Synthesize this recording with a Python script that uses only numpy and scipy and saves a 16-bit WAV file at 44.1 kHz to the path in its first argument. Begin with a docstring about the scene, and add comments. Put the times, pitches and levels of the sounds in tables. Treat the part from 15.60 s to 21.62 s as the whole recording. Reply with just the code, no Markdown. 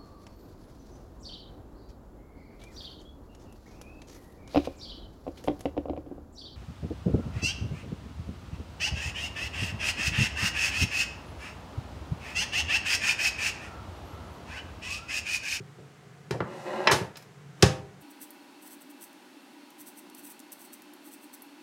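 """A cooker hood and a gas flame hum in a small tiled kitchen, where a wooden cutting board knocks and
slides over a steel counter, then drops flat with a bang. Each impact excites the damped modes of the
wood and of the hollow counter; sliding friction drives the wood continuously. After a jump in time a
julienne peeler rasps through a hard carrot in short jerks: crisp cells burst, and the loose blade
ticks against its stop. The hum goes on throughout, and the room adds its reverberation."""
import sys
import numpy as np
from scipy import signal
from scipy.fft import rfft, irfft
from scipy.io import wavfile
from scipy.ndimage import uniform_filter1d, minimum_filter1d

SR = 44100
rng = np.random.default_rng(int(sys.argv[2]) if len(sys.argv) > 2 else 0)


def dump(signal):
    """Clip the signal to [-1, 1] and save it as 16-bit WAV at the path in sys.argv[1]."""
    limited = np.clip(np.atleast_2d(signal).T, -1, 1)
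    pcm = np.round(limited * 32767).astype(np.int16)
    wavfile.write(sys.argv[1], SR, pcm)


N = 265482
TIME = np.arange(N) / SR


def undb(db):
    """Amplitude grows tenfold for every 20 decibels."""
    return 10 ** (np.asarray(db) / 20)


def unit(x):
    """Normalisation to an rms of 1."""
    return x / np.sqrt(np.mean(x ** 2))


def along(points, hz):
    """Interpolation of (Hz, value) points on a logarithmic frequency axis."""
    f, value = np.transpose(points)
    return np.interp(np.log(np.maximum(hz, 1)), np.log(f), value)


def colour(x, points):
    """Spectral shaping: each frequency is weighted by a curve of (Hz, dB) points."""
    return irfft(rfft(x) * undb(along(points, np.fft.rfftfreq(len(x), 1 / SR))), len(x))


def cut(x, hz, kind, order=2):
    """A low-pass or high-pass filter falls 6 dB per octave for each order."""
    return signal.sosfilt(signal.butter(order, min(hz, .45 * SR), kind, fs=SR, output="sos"), x)


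def resonate(x, peaks):
    """Forced vibration: parallel resonators each pass a band around their own frequency."""
    return sum(undb(db) * signal.lfilter(*signal.iirpeak(hz, hz / width, fs=SR), x)
               for hz, width, db in peaks)


def ring(modes, t, scatter_db):
    """Free vibration: damped modes, among which every strike shares its energy a little differently."""
    hz, db, t60 = np.transpose(modes)[:, :, None]
    amplitude = undb(db + scatter_db * rng.standard_normal(db.shape))
    decay = np.exp(-np.log(1000) * t / t60)
    return np.sum(amplitude * np.sin(2 * np.pi * hz * t) * decay, axis=0) / np.sqrt(len(modes))


def wander(rate_hz):
    """Random modulation: a line through random values, with a spread near 1."""
    knots = rng.standard_normal(N // 100)
    return np.interp(TIME * rate_hz, np.arange(len(knots)), knots)


def grains(per_s, spread_db):
    """Shot noise: tiny independent impulses, a few much larger than the rest."""
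    size = undb(spread_db * np.minimum(rng.exponential(size=N), 4))
    return rng.standard_normal(N) * size * (rng.random(N) < per_s / SR)


def add(out, s, sound):
    """Superposition: a sound joins the mix at s seconds."""
    start = max(int(s * SR), 0)
    out[start:start + len(sound)] += sound[:N - start]


def kitchen(x, wet_db, gap_s=0.0037):
    """Reverberation: dense reflections follow the direct sound, and their treble dies first."""
    # The room's decay. Each row: frequency in Hz, time to fall 60 dB in seconds.
    decay_times = [(100, 0.5), (260, 0.56), (700, 0.43), (1840, 0.34), (4850, 0.27), (12800, 0.29)]
    t = TIME[:SR * 3 // 4]
    hz, noise = np.fft.rfftfreq(len(t), 1 / SR), rfft(rng.standard_normal(len(t)))
    tail = 0
    for band, (_, t60) in enumerate(decay_times):
        share = along([(f, j == band) for j, (f, _) in enumerate(decay_times)], hz)
        tail = tail + irfft(noise * share, len(t)) * np.exp(-np.log(1000) * t / t60)
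    tail = tail * np.clip(t / gap_s - 1, 0, 1)
    return x + undb(wet_db) * signal.fftconvolve(x, tail / np.linalg.norm(tail))[:N]


def hood_and_flame(spectrum, duct, db):
    """Flow noise of air and flame is coloured by duct resonances; the low hum flutters a little."""
    air = colour(rng.standard_normal(N), spectrum)
    air = air + resonate(air, duct)
    flutter = cut(air, 500, "low") * (undb(1.2 * wander(rate_hz=12)) - 1)
    return undb(db) * unit(air + flutter)


def air_cushion():
    """Flow noise swells as the falling board squeezes out the air beneath it."""
    swell = np.interp(TIME, [1.94, 2.0, 2.022, 2.03], [0.036, 0.34, 0.85, 0.035])
    rush = cut(rng.standard_normal(N), 500, "low", order=1)
    return undb(-45.5) * swell * unit(cut(rush, 90, "high"))


def board_slide():
    """Sliding friction: countless small slips of the board's edge on the steel drive the wood's modes."""
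    # The course of the drag. Each row: time in seconds, level in dB.
    drag_levels = [(0.88, -42), (1.038, -43), (1.068, -34.5), (1.252, -31), (1.26, -31)]
    # Resonances of the dragged board. Each row: frequency in Hz, bandwidth in Hz, relative gain in dB.
    drag_modes = [(222.3, 4.2, 3), (361, 6.4, 8), (549, 47, -3.5), (846, 29, -18.5), (1040, 49, -16.5),
                  (1384, 68, -19), (1618, 32, -16.5), (1955, 320, -19), (2630, 87, -21.5), (2930, 170, -18),
                  (3420, 28, -23), (4070, 230, -18)]
    # The dry rub. Each row: frequency in Hz, relative level in dB.
    rub_spectrum = [(100, -21), (330, -1), (800, 13.5), (1500, -3), (2800, 0), (5000, -14), (9000, -39),
                    (16000, -62)]
    s, db = np.transpose(drag_levels)
    pressure = undb(np.interp(TIME, s, db)) * np.interp(TIME, [.84, .9, 1.275, 1.3], [0, 1, 1, 0])
    slips = grains(per_s=5000, spread_db=2) * undb(1.2 * wander(rate_hz=60))
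    wood = unit(resonate(cut(slips, 2300, "low"), drag_modes))
    scrape = undb(-0.5) * wood + undb(-6.5) * unit(colour(slips, rub_spectrum))
    # A faint dry swish runs ahead of the full contact.
    swish = unit(cut(rng.standard_normal(N), 2800, "high", order=1))
    swish *= np.interp(TIME, [.82, 1.0, 1.27, 1.3], [0, 1, 1, 0])
    return kitchen(scrape * pressure + undb(-51.5) * cut(swish, 6800, "low"), wet_db=-7)


def impacts():
    """Impact excitation: yields the timing, strength and bandwidth of each blow of board on counter."""
    # The board lands on an edge, then its face settles. Each row: start in seconds, contact level in dB,
    # low-pass and high-pass cutoffs in Hz, chatter time constant in seconds, wood level in dB,
    # counter boom level in dB, settling delay in seconds.
    landings = [(0.7082, -24.5, 9200, 300, 0.0057, -34, -11.5, 0.013),
                (0.8041, -13, 1900, 280, 0.0045, -33, -17, 0.015),
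                (1.2715, -4.5, 4170, 910, 0.0055, -9, -38, .024),
                (1.3114, -12, 10000, 610, 0.02, -22.5, -7, .012),
                (2.0242, 1.5, 7600, 4140, 0.0055, -19, 5, .0052)]
    # Soft bumps. Each row: start in seconds, contact level in dB, counter boom level in dB.
    bumps = [(0.003, -56, -20.5), (0.185, -40, -28), (0.74, -22, -48), (1.411, -30.5, -11.5)]
    # Light nudges into place. Each row: start in seconds, contact level in dB, low-pass cutoff in Hz.
    scuffs = [(1.556, -34, 5500), (1.569, -33.5, 14000), (1.623, -45, 13000)]
    edge_push_s = .001
    for s, db, dull_hz, thin_hz, chatter_s, wood_db, boom_db, settle_s in landings:
        yield s, db, dull_hz, thin_hz, chatter_s, wood_db, boom_db, edge_push_s
        # The face is weaker and duller than the edge, and chatters longer.
        # The faster it settles, the deeper its bass and the shorter its push.
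        thin_hz, push_s = 16000 * settle_s, 0.21 * settle_s
        yield (s + settle_s, db - 10.5, 0.59 * dull_hz, thin_hz,
               1.42 * chatter_s, wood_db - 4.5, boom_db, push_s)
    for s, db, boom_db in bumps:
        dull_hz, thin_hz, chatter_s, wood_db, push_s = 610, 233, 0.025, db - 24, .0022
        yield s, db, dull_hz, thin_hz, chatter_s, wood_db, boom_db, push_s
    for s, db, dull_hz in scuffs:
        thin_hz, chatter_s, wood_db, boom_db = 2680, 0.0074, db - 8.5, db - 14
        yield s, db, dull_hz, thin_hz, chatter_s, wood_db, boom_db, edge_push_s


def contact(x, t, chatter_s, thin_hz, dull_hz):
    """Contact limits the bandwidth: a soft blow has less treble, and a glancing one builds gradually."""
    onset = 1 - np.exp(-t / (0.11 * chatter_s))
    thinned = cut(x, thin_hz, "high", order=1)
    return cut(thinned * onset, dull_hz, "low", order=3)


def board_chatter():
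    """Contact noise: wood rattles on steel at each blow, in a brief burst that decays exponentially."""
    # Wood meeting steel. Each row: frequency in Hz, relative level in dB.
    rattle_spectrum = [(60, 9), (200, 1), (500, 2.5), (1000, -1), (2000, -6), (3500, -9), (5500, -8),
                       (8000, -14.5), (11000, -14.5), (16000, -13.5)]
    out, t = np.zeros(N), TIME[:2 ** 13]
    for s, db, dull_hz, thin_hz, chatter_s, *_ in impacts():
        rattle = unit(colour(rng.standard_normal(len(t)), rattle_spectrum)) * np.exp(-t / chatter_s)
        add(out, s, undb(db) * contact(rattle, t, chatter_s, thin_hz, dull_hz))
    return out


def board_blows():
    """Modal response to impact: each blow chatters, rings the wood and makes the hollow counter boom."""
    # Modes of the board and of the steel counter.
    # Each row: frequency in Hz, relative level in dB, time to fall 60 dB in seconds.
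    wood_modes = [(357, 2, 0.17), (586, -15, 0.049), (869, 2, 0.13), (924, 6, 0.13), (1022, 0, 0.096),
                  (1376, 8, 0.028), (1704, 7, 0.073), (1853, -1, 0.099), (1970, -1, 0.13),
                  (2185, -5.5, 0.184), (2363, 5, 0.046), (2390, -14.5, 0.094), (2668, 2.5, 0.064),
                  (3000, -6, 0.13), (4000, 6.5, 0.032), (5170, 5.5, 0.063), (5750, -6, .06)]
    counter_modes = [(88, -15, 0.23), (107, -21.5, 0.092), (122.9, -7.5, 0.25), (146.4, -8.5, 0.24),
                     (177.6, -3.5, 0.12), (289, -24, 0.32), (373.4, -9, 0.092), (401.6, 0.5, 0.11),
                     (443, -27, 0.24), (517.6, -20, 0.43), (624, -27.5, 0.59), (785, -17, 0.47),
                     (1108, -10.5, 0.19), (1270, -9, 0.29)]
    knock, boom, t = np.zeros(N), np.zeros(N), TIME[:2 ** 14]
    for s, _, dull_hz, thin_hz, chatter_s, wood_db, boom_db, push_s in impacts():
        wood = ring(wood_modes, t, scatter_db=1.5)
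        add(knock, s, undb(wood_db) * contact(wood, t, chatter_s, thin_hz, dull_hz))
        push = np.sin(np.pi * np.minimum(t[:SR // 100] / push_s, 1))  # half-sine force pulse
        steel = signal.fftconvolve(ring(counter_modes, t, scatter_db=.7), push / push.sum())
        # A corner excites less of the deep bass than the whole face does.
        add(boom, s, undb(boom_db) * cut(steel, thin_hz / 2, "high"))
    # Four independent rattles, each with its own reverberation, blend into one clack with a smooth tail.
    clack = sum(kitchen(board_chatter(), wet_db=-7) for _ in range(4)) / 2
    return clack + kitchen(knock, wet_db=-7) + kitchen(boom, wet_db=-16)


def peeler():
    """Brittle fracture: each jerk bursts a crowd of crisp cells; the blade rings as it hits its stop."""
    # The first row is a faint click at the jump in time; the others are jerks through the carrot.
    # Each row: centre in seconds, level in dB, half-width in seconds.
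    bursts = [(2.418, -55, .005), (2.512, -52, .005), (2.628, -42, 0.0084), (3.035, -53, .008),
              (3.071, -50, 0.0096), (3.126, -48, 0.011), (3.219, -50, .005), (3.309, -51.5, .005),
              (3.431, -45, 0.0098), (4.208, -47, .009), (4.283, -47.5, 0.0096), (4.382, -48, .008),
              (4.59, -49.5, 0.01), (4.661, -46.5, 0.014), (4.71, -46.5, 0.0084), (4.929, -43.5, 0.0044),
              (5.016, -51, .013), (5.05, -51.5, .012), (5.139, -47.5, 0.0072), (5.468, -51, .012),
              (5.532, -48, 0.0096), (5.637, -55, .011), (5.743, -46, 0.0053)]
    # Tearing cells. Each row: frequency in Hz, relative level in dB.
    tear_spectrum = [(1000, -16.5), (3500, -8.5), (5200, -11.5), (6000, -1.5), (7100, -12), (7950, 4),
                     (9500, 0), (11500, 0.5), (13500, 0.5), (15600, -1.5)]
    # The blade hits its stop. Each row: start in seconds, click level in dB, freedom to swing (0 to 1).
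    ticks = [(2.7056, -44.5, 0.9), (3.5297, -51, .2), (4.104, -47, .35), (4.499, -46, 0),
             (4.5484, -38.5, 0.4), (4.793, -42.5, .35), (4.801, -42.5, .2), (4.92, -39.5, 0.6),
             (5.22, -42.5, 0.2), (5.336, -43, 0.4), (5.7415, -48, 0.2), (5.8205, -42.5, .9)]
    # The steel blade. Each row: frequency in Hz, relative level in dB, time to fall 60 dB in seconds.
    blade_modes = [(8500, -6, .025), (10400, 1, 0.056), (10700, -3, 0.044), (11430, 2, 0.059),
                   (14300, 2, .045), (15330, -3, .035)]
    envelope = np.sqrt(sum(undb(db) ** 2 * np.exp(-((TIME - s) / half_s) ** 2 / 2)
                           for s, db, half_s in bursts))
    cells = grains(per_s=6000, spread_db=2.5) * undb(1.3 * wander(rate_hz=250))
    out = envelope * unit(colour(cells, tear_spectrum))
    t = TIME[:SR // 5]
    for s, click_db, freedom in ticks:
        # A held blade clacks low; a free one ticks high and rings.
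        thin_hz = np.interp(freedom, [0, 1], [3200, 8000])
        ring_db = click_db + np.interp(freedom, [0, 1], [-17, 3])
        click = cut(rng.standard_normal(len(t)) * np.exp(-t / 0.0025), thin_hz, "high")
        add(out, s, undb(click_db) * click + undb(ring_db) * ring(blade_modes, t, scatter_db=1.5))
    return kitchen(out, wet_db=-11)


def scene():
    """Superposition over the hum: the board is laid down, then a quick crossfade leads to the peeling."""
    # Hood and flame before and after the jump. Each row: frequency in Hz, relative density in dB.
    hum_early = [(30, -63.5), (60, -21.5), (100, -12), (143, 3.5), (220, -14), (330, -20), (410, -9.5),
                 (580, -21), (1400, -20), (2500, -26), (3800, -31.5), (7500, -35), (11000, -43.5),
                 (16000, -50)]
    hum_late = [(50, -62), (105, -35), (200, -9.5), (290, 1.5), (450, -15.5), (650, -16.5), (900, -15.5),
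                (1200, -16.5), (2700, -18.5), (4200, -22), (7300, -29.5), (8500, -28), (12000, -32.5),
                (16000, -36)]
    # Resonances of the hood's duct. Each row: frequency in Hz, bandwidth in Hz, gain in dB re the hum.
    duct_early = [(303, 12, 7), (725, 14, 7)]
    duct_late = [(294.4, 19.4, -1.5), (359, 8.2, 3.5), (592, 10.2, 7), (822, 79, 4.5), (957, 11, 9),
                 (1487, 50, -3), (2653, 29, 4.5), (4350, 16.5, 10)]
    jump_s, crossfade_s = 2.418, 0.0071
    later = np.clip((TIME - jump_s) / crossfade_s + .5, 0, 1)
    board = board_blows() + board_slide() + air_cushion()
    first_hum = hood_and_flame(hum_early, duct_early, db=-51)
    second_hum = hood_and_flame(hum_late, duct_late, db=-52)
    return ((1 - later) * (board + first_hum) + later * second_hum + peeler())[None]


def record(dry):
    """Band and peak limiting: the microphone drops deep bass, a limiter holds peaks, the top is cut."""
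    ceiling, window_samples, top_hz = .66, 45, 16000
    x = cut(dry, 72, "high", order=7)
    gain = minimum_filter1d(ceiling / np.maximum(np.abs(x), ceiling), size=window_samples)
    limited = x * uniform_filter1d(gain, size=window_samples)
    return signal.sosfilt(signal.ellip(10, .2, 80, top_hz, fs=SR, output="sos"), limited)


dry = scene()
out = record(dry)
dump(out)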